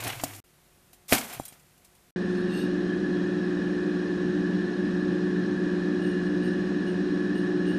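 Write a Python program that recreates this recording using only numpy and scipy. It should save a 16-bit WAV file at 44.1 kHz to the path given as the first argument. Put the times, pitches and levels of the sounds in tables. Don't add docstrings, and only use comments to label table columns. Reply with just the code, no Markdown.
import sys
import numpy as np
from scipy import signal
from scipy.fft import rfft, irfft, next_fast_len
from scipy.io import wavfile
from scipy.ndimage import uniform_filter1d

SR = 44100
rng = np.random.default_rng(int(sys.argv[2]) if len(sys.argv) > 2 else 0)


def ratio(d):
    e = np.asarray(d, float) / 20
    return 10 ** e


def log_audio(samples):
    frames = np.atleast_2d(samples).T
    limited = np.clip(frames, -1, 1)
    pcm = np.round(limited * 32767).astype(np.int16)
    wavfile.write(sys.argv[1], SR, pcm)


N = 343098
T = np.arange(N) / SR

# start in seconds, stop in seconds, level left in the gap after it in dB.
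MOMENTS = [
    (0, .4022, -86),
    (.4400, 2.1080, -92),
    (2.1602, 8, -92),
]
FIRST_STOP_S, CLOSE_UP_S = MOMENTS[0][1], MOMENTS[2][0]

# frequency in Hz, level in dB per Hz.
HISS = [(20, -12), (50, -2.5), (140, -3), (250, -6), (700, -11.5), (2000, -14), (5000, -19), (10000, -17.5),
        (15000, -20)]
HISS_DB = -61.5
# frequency in Hz, level in dB.
FAR_HUM = [(48.4, -75.5), (145.3, -72), (183.0, -77), (360.7, -74.5), (532.9, -84.5), (716.0, -79)]

# peak in seconds, rise in seconds, 60 dB decay in seconds, hiss in dB,
# splash in dB over the hiss.
GUSHES = [
    (.086, .3, 0.52, -41, 6),
    (.24, .05, 0.54, -47, -1),
    (.36, 1.1, 2.3, -53.5, -4),
    (1.128, .046, 0.1, -23.5, -5),
    (1.151, .02, 0.41, -32, 2.5),
    (1.312, .22, 0.89, -47, -0.3),
]
RISE_DB, SPLASH_RISE, SPLASH_FALL = 20, 1.6, 1.13
# peak in seconds, rise in seconds, 60 dB decay in seconds,
# level in dB, frequency in Hz.
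BOOMS = [
    (.046, .05, .8, -39.5, 120),
    (.06, .016, 0.096, -29.5, 310),
    (.3, 1.1, 2.6, -55, 300),
    (1.135, .012, .12, -23.5, 255),
    (1.165, .03, 0.52, -36.5, 240),
    (1.155, .03, 0.49, -36.5, 720),
    (1.375, .05, .18, -49, 135),
    (1.402, 0.0066, 0.094, -39, 45.4),
]
DRONE_HZ, DRONE_DB = 102, -51.5

# start in seconds, level in dB, dull part in dB over it, bright centre in Hz.
YOLK = [(0.0034, -31.5, -5, 7400), (0.0368, -28.5, -19, 11600), (0.0452, -32, -4, 6600),
        (0.0676, -32, 3.5, 9200), (0.076, -26.5, -14, 9400), (0.0994, -35, 4.5, 5270),
        (0.124, -39, 1, 4990), (0.197, -42, 7.5, 5230), (0.2124, -38, -10, 6970),
        (0.2362, -20.5, -12, 7340), (0.334, -43, -1, 8940), (0.3476, -37, -15, 7560),
        (0.36, -42, -11, 8690)]
# start in seconds, level in dB, dull part in dB over it,
# bright centre in Hz.
SHELL = [(0.93, -47, -12, 14000), (1.089, -42, 2, 8970), (1.1271, -16, -0.5, 9500),
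         (1.1314, -23, -10, 5470), (1.1481, -22, -8, 4670), (1.1794, -26.5, -8, 7500),
         (1.2084, -36, -3, 4610), (1.2438, -49, 6, 5850), (1.294, -50, -19, 10000),
         (1.3263, -40, -3, 11100), (1.3444, -42, 3, 9510), (1.4516, -34.5, -23, 10600),
         (1.483, -45, -20, 12900), (1.5235, -48, -6.5, 7870), (1.5364, -54, -8, 9690),
         (1.5953, -57, -9, 7320), (1.7769, -59, -8.5, 10800), (1.8463, -48, -15, 9060),
         (1.95, -57, -10, 8850)]
TICK_RISE_S, YOLK_T60_S, SHELL_T60_S = .001, 0.047, 0.074

# start in seconds, peak in dB, contact in seconds, decay time factor.
BLOWS = [
    (.048, -33, 0.00045, 1.0),
    (0.2367, -15.5, 0.00023, 0.71),
    (.932, -48.5, 0.00017, 0.58),
    (1.121, -19, 0.00038, 0.8),
    (1.1252, -9, 0.00029, 0.9),
    (1.3990, -17, 0.00027, 0.23),
    (1.524, -41, 0.00041, 0.18),
]
# frequency in Hz, level in dB, 60 dB decay in seconds.
WALLS = [(75, -8.5, 0.041), (136, -10, 0.23), (180, -10.5, 0.11), (255, -2.5, 0.11), (286.6, -6.5, 0.16),
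         (393, -14, 0.038), (517, -8.5, 0.05), (637, -5, 0.067), (690, 10.5, 0.033), (748, -6.5, 0.23),
         (1090, -3.5, .04), (2490, -10, .015)]
# start in seconds, level in dB.
CLINKS = [
    (.944, -58),
    (1.297, -46),
    (1.335, -41),
    (1.348, -44),
    (1.396, -44),
    (1.405, -53),
    (1.434, -52),
    (1.481, -47),
    (1.597, -61),
]
# frequency in Hz, level in dB, 60 dB decay in seconds.
GLASS = [(3290, -11.5, 0.12), (3950, -6, 0.065), (5150, -12, .06), (6370, -21, .1), (7370, -1, 0.05),
         (8360, -8, .07), (9510, -6, 0.11), (10600, -2, .03), (11900, -12, .08), (12600, -9, .06)]
# time in seconds, peak in dB, width in seconds.
POP = (1.1248, .5, .00009)

# time in seconds, frequency in Hz.
BLADE_HZ = [(2.16, 179.55), (4.5, 179.72), (6, 179.88), (7.8, 179.95)]
# multiple, level in dB.
BLADES = [(1, -33), (2, -32), (3, -56.5), (4, -58.5)]
MAINS_HZ = 100.07
# multiple of MAINS_HZ, level in dB.
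CORE = [(2, -35.5), (3, -34)]
# time in seconds, level in dB.
LOAD = [(2.16, -16), (2.45, -16), (2.6, 0)]
# frequency in Hz, level in dB per Hz.
AIR = [(20, -33), (60, -27.5), (120, -25), (200, -20), (400, -18.5), (650, -32), (1300, -34.5), (2200, -43),
       (3500, -41.5), (4500, -47), (6000, -51.5), (8000, -57.5), (11000, -62.5), (15000, -70)]
AIR_DB = -31
# frequency in Hz, width in Hz, level in dB over the air.
CABINET = [(137.6, 28, 4.1), (186.7, 34, 12.3), (239.8, 34.4, 11.3), (289.2, 32, 15.6), (332.3, 17, 12),
           (368.3, 37, 9.3), (426, 35.6, 4), (505.5, 11, 5), (552, 30, 5.1), (581, 58, 3.5), (706, 52, 2.3),
           (810, 45, 3), (1113, 77, 5.5), (1510, 270, 4.2), (1722.6, 185, 21.1), (2493, 200, 6.1),
           (2870, 410, 2.3), (3323, 38, 6), (3826, 120, 6.4), (4148, 130, 10.2), (4950, 330, 5),
           (5535, 250, 8.3), (6440, 200, 5.8), (7780, 190, 1.3)]

# frequency in Hz, width in Hz, level in dB, 1 if only a wild arc rings it.
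BULB = [(2880, 110, 2, 0), (8810, 260, -9, 0), (13850, 200, -21.5, 0), (2650, 120, -10, 1),
        (3880, 110, -6, 1), (4520, 130, -9, 1), (5350, 120, -9, 1), (6500, 300, -17, 1),
        (8200, 400, -18, 1), (9600, 250, -15, 1), (11400, 250, -19, 1), (12100, 300, -19, 1),
        (12900, 300, -21, 1), (4500, 3000, -12, 1)]
# peak in seconds, length in seconds, level in dB, heat as a pitch ratio,
# wildness in dB.
FLARES = [
    (2.39, .1, -70, .94, 13),
    (2.595, .08, -48, .95, 1),
    (2.9, .08, -57, 1.1, -14),
    (3.17, .06, -56.5, 1.14, -14),
    (6.05, .13, -52.5, .99, -14),
    (6.25, .08, -62, .99, -14),
    (6.455, .1, -54, .99, -3),
    (6.88, .08, -55.5, 1.0, -14),
    (7.375, .09, -54, 1.0, -7),
    (7.69, .1, -52.5, .99, -4.5),
]
TAME_RISE, WILD_RISE = .4, 1.3
WAVER, HEATING_PER_S = .008, .2
HOT_LOSS_DB = 9
CORE_HZ = 14000
# low edge in Hz, high edge in Hz,
# threshold in dB over the usual level.
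THIN_BANDS = [(4450, 4600, -2.2), (5800, 5950, -1.1), (5950, 6100, -1.4), (6800, 6950, -1.7),
              (7150, 7300, -1.3), (7300, 7450, -1.6), (11020, 23000, 12.5)]


def colour(hz, points):
    p = np.array(points)
    return ratio(np.interp(np.log(hz + 1), np.log(p[:, 0]), p[:, 1]))


def hump(hz, centre_hz, width_hz):
    return 1 / (1 + (2 * (hz - centre_hz) / width_hz) ** 2) ** 2


def low_cut(hz, corner_hz):
    return (1 + (corner_hz / (hz + 1)) ** 6) ** -.5


def noise(shape, n=N):
    m = next_fast_len(n)
    spectrum = rfft(rng.standard_normal(m)) * shape(np.fft.rfftfreq(m, 1 / SR))
    x = irfft(spectrum, m)[:n]
    return x / x.std()


def walk(rate):
    k = int(SR / rate)
    steps = np.repeat(rng.standard_normal(N // k + 1), k)
    return 0.74 * uniform_filter1d(uniform_filter1d(steps, k), k)[:N]


def tone(hz, db, wobble_db):
    turns = np.cumsum(hz + 0 * T) / SR + rng.random()
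    return np.sqrt(2) * ratio(db + wobble_db * walk(5.6)) * np.sin(2 * np.pi * turns)


def add(out, s, x):
    i = int(s * SR)
    out[i:i + len(x)] += x[:N - i]


def surge(t, s, rise, t60, rise_steep=1, fall_steep=1):
    climb = rise_steep * RISE_DB * (t - s) / rise
    decay = -60 * fall_steep * (t - s) / t60
    other_moment = (t < FIRST_STOP_S) != (s < FIRST_STOP_S)
    return np.where((t < s - rise) | other_moment, -200, np.where(t < s, climb, decay))


def waiting():
    hiss = ratio(HISS_DB) * noise(lambda hz: colour(hz, HISS))
    return hiss + sum(tone(hz, db, 2.9) for hz, db in FAR_HUM)


def dull_splash(hz):
    body = (1 + (hz / 3600) ** 6) ** -.5 * (hz / (hz + 400)) * (1000 + hz) ** -.6
    return body * np.sqrt(1 + 2.5 * hump(hz, 720, 220) + 1.0 * hump(hz, 2300, 700))


def spray():
    t = T[T < CLOSE_UP_S]
    n = len(t)
    bright = noise(lambda hz: low_cut(hz, 4500), n) * ratio(1.9 * walk(150)[:n])
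    dull = noise(dull_splash, n) * ratio(2.9 * walk(120)[:n])
    out = tone(DRONE_HZ, DRONE_DB, 2.0) * (T < FIRST_STOP_S)
    for s, rise, t60, db, splash_db in GUSHES:
        out[:n] += ratio(db + surge(t, s, rise, t60)) * bright
        out[:n] += ratio(db + splash_db + surge(t, s, rise, t60, SPLASH_RISE, SPLASH_FALL)) * dull
    for s, rise, t60, db, hz0 in BOOMS:
        boom = noise(lambda hz: np.sqrt(hump(hz, hz0, hz0 / 5) + 0.024 * hump(hz, hz0, 1.6 * hz0)), n)
        out[:n] += ratio(db + surge(t, s, rise, t60)) * boom
    return out


def spatter():
    out, t = np.zeros(N), np.arange(SR // 4) / SR
    for rows, t60 in ((YOLK, YOLK_T60_S), (SHELL, SHELL_T60_S)):
        shape = (1 - np.exp(-t / TICK_RISE_S)) * ratio(-60 * t / t60)
        for s, db, dull_db, hz0 in rows:
            bright = noise(lambda hz: low_cut(hz, 4000) * np.sqrt(0.64 + hump(hz, hz0, 3000)), len(t))
            dull = noise(lambda hz: np.sqrt(hump(hz, 2320, 2800)), len(t))
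            add(out, s, ratio(db) * shape * (bright + ratio(dull_db) * dull))
    return out


def blows():
    out, t = np.zeros(N), np.arange(SR // 2) / SR
    chance = rng.standard_normal((len(BLOWS), len(WALLS), 2))
    for (s, db, contact, scale), rows in zip(BLOWS, chance):
        ring = np.zeros(len(t))
        for (f, g, t60), (a, b) in zip(WALLS, rows):
            decay = ratio(g + 2.0 * a - 60 * t / (t60 * scale))
            ring += decay * np.sin(2 * np.pi * f * (1 + 0.017 * b) * t + 1.58)
        push = np.exp(-(t[:200] / contact - 1.5) ** 2)
        ring = np.convolve(ring, push)[:len(t)]
        add(out, s - contact, ratio(db) * ring / np.abs(ring).max())
    return out


def clinks():
    out, t = np.zeros(N), np.arange(SR // 4) / SR
    chance = rng.standard_normal((len(CLINKS), len(GLASS), 2))
    for (s, db), rows in zip(CLINKS, chance):
        for (f, g, t60), (a, b) in zip(GLASS, rows):
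            decay = ratio(db + g + 4.7 * a - 60 * t / t60)
            add(out, s, decay * np.sin(2 * np.pi * f * (1 + 0.006 * b) * t))
    return out


def burst():
    s, db, width = POP
    u = (T - s) / width
    spike, echo = np.exp(-u ** 2), .6 * np.exp(-(u - 4.5) ** 2)
    suction = .27 * np.exp(-((u - 10) / 8) ** 2)
    return ratio(db) * (spike + echo - suction)


def fan():
    blade = np.interp(T, *np.transpose(BLADE_HZ))
    return sum(tone(k * blade, db, 1.84) for k, db in BLADES)


def transformer():
    load_db = np.interp(T, *np.transpose(LOAD))
    return sum(tone(k * MAINS_HZ, db + (k - 2) * load_db, 0.86) for k, db in CORE)


def moving_air():
    def shape(hz):
        rings = sum(ratio(2 * db) * hump(hz, f, w) for f, w, db in CABINET)
        return colour(hz, AIR) * np.sqrt(1 + rings)
    return ratio(AIR_DB + 0.086 * walk(7.3)) * noise(shape)


def arc():
    out, t = np.zeros(N), np.arange(-SR // 4, SR // 4) / SR
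    chance = rng.standard_normal((len(FLARES), len(BULB), 2))
    for (s, fall, db, heat, wild_db), rows in zip(FLARES, chance):
        rise = fall * (WILD_RISE if wild_db > 0 else TAME_RISE)
        swell = np.where(t < 0, np.exp(-(t / rise) ** 2), np.exp(-(np.abs(t) / fall) ** 1.7))
        waver = WAVER * noise(lambda hz: hz < 25, len(t))
        heating = HEATING_PER_S * ratio(min(wild_db, 2)) * swell.cumsum() / SR
        turns = np.cumsum(heat + waver + heating) / SR
        for (f, w, g, side), (a, b) in zip(BULB, rows):
            flutter = [noise(lambda hz: np.sqrt(hump(hz, 0, w)), len(t)) for _ in range(2)]
            phase = 2 * np.pi * f * (1 + .012 * side * b) * turns
            ring = flutter[0] * np.cos(phase) + flutter[1] * np.sin(phase)
            loss_db = HOT_LOSS_DB * 10 * max(heat - 1, 0) * np.log2(f / BULB[0][0])
            level = ratio(db + g - loss_db + side * (wild_db + 1.5 * a))
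            add(out, s - .25, level * swell ** (1 + f / CORE_HZ) * ring)
    return out


def thin_out(x):
    hz, _, z = signal.stft(np.pad(x, (0, 2048), "reflect"), SR, nperseg=1024)
    power = uniform_filter1d(np.abs(z) ** 2, size=3, axis=0)
    slow = uniform_filter1d(power, size=4, axis=1)
    for lo, hi, margin_db in THIN_BANDS:
        band = (hz > lo) & (hz < hi)
        cells = power[band] if margin_db > 0 else slow[band].mean(axis=0, keepdims=True)
        z[band] *= cells > np.median(cells, axis=1, keepdims=True) * ratio(2 * margin_db)
    loud = slow[(hz > 9000) & (hz < 9500)].mean(axis=0)
    z[(hz > 9600) & (hz < 10900)] *= loud < 11 * np.median(loud)
    return signal.istft(z, SR, nperseg=1024)[1][:N]


def scene():
    egg = waiting() + spray() + spatter() + blows() + clinks() + burst()
    bulb = thin_out(fan() + transformer() + moving_air() + arc())
    gate, trace = np.zeros(N), np.zeros(N)
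    for start, stop, gap_db in MOMENTS:
        gate += ((T - start) / 0.00069).clip(0, 1) * (T < stop)
        trace += ratio(gap_db - 500 * (T - stop).clip(0, 1)) * (T >= stop)
    sound = gate * np.where(T < CLOSE_UP_S, egg, bulb)
    return (sound + trace * noise(lambda hz: 1 / (hz + 300)))[None]


def band_limit(x):
    return signal.sosfilt(signal.butter(12, 15880, fs=SR, output="sos"), x)


def record(dry):
    rounded = np.tanh(dry * .6) / .6
    top_cut = signal.ellip(10, .2, 80, 14560, fs=SR, output="sos")
    return band_limit(signal.sosfilt(top_cut, rounded))


dry = scene()
out = record(dry)
log_audio(out)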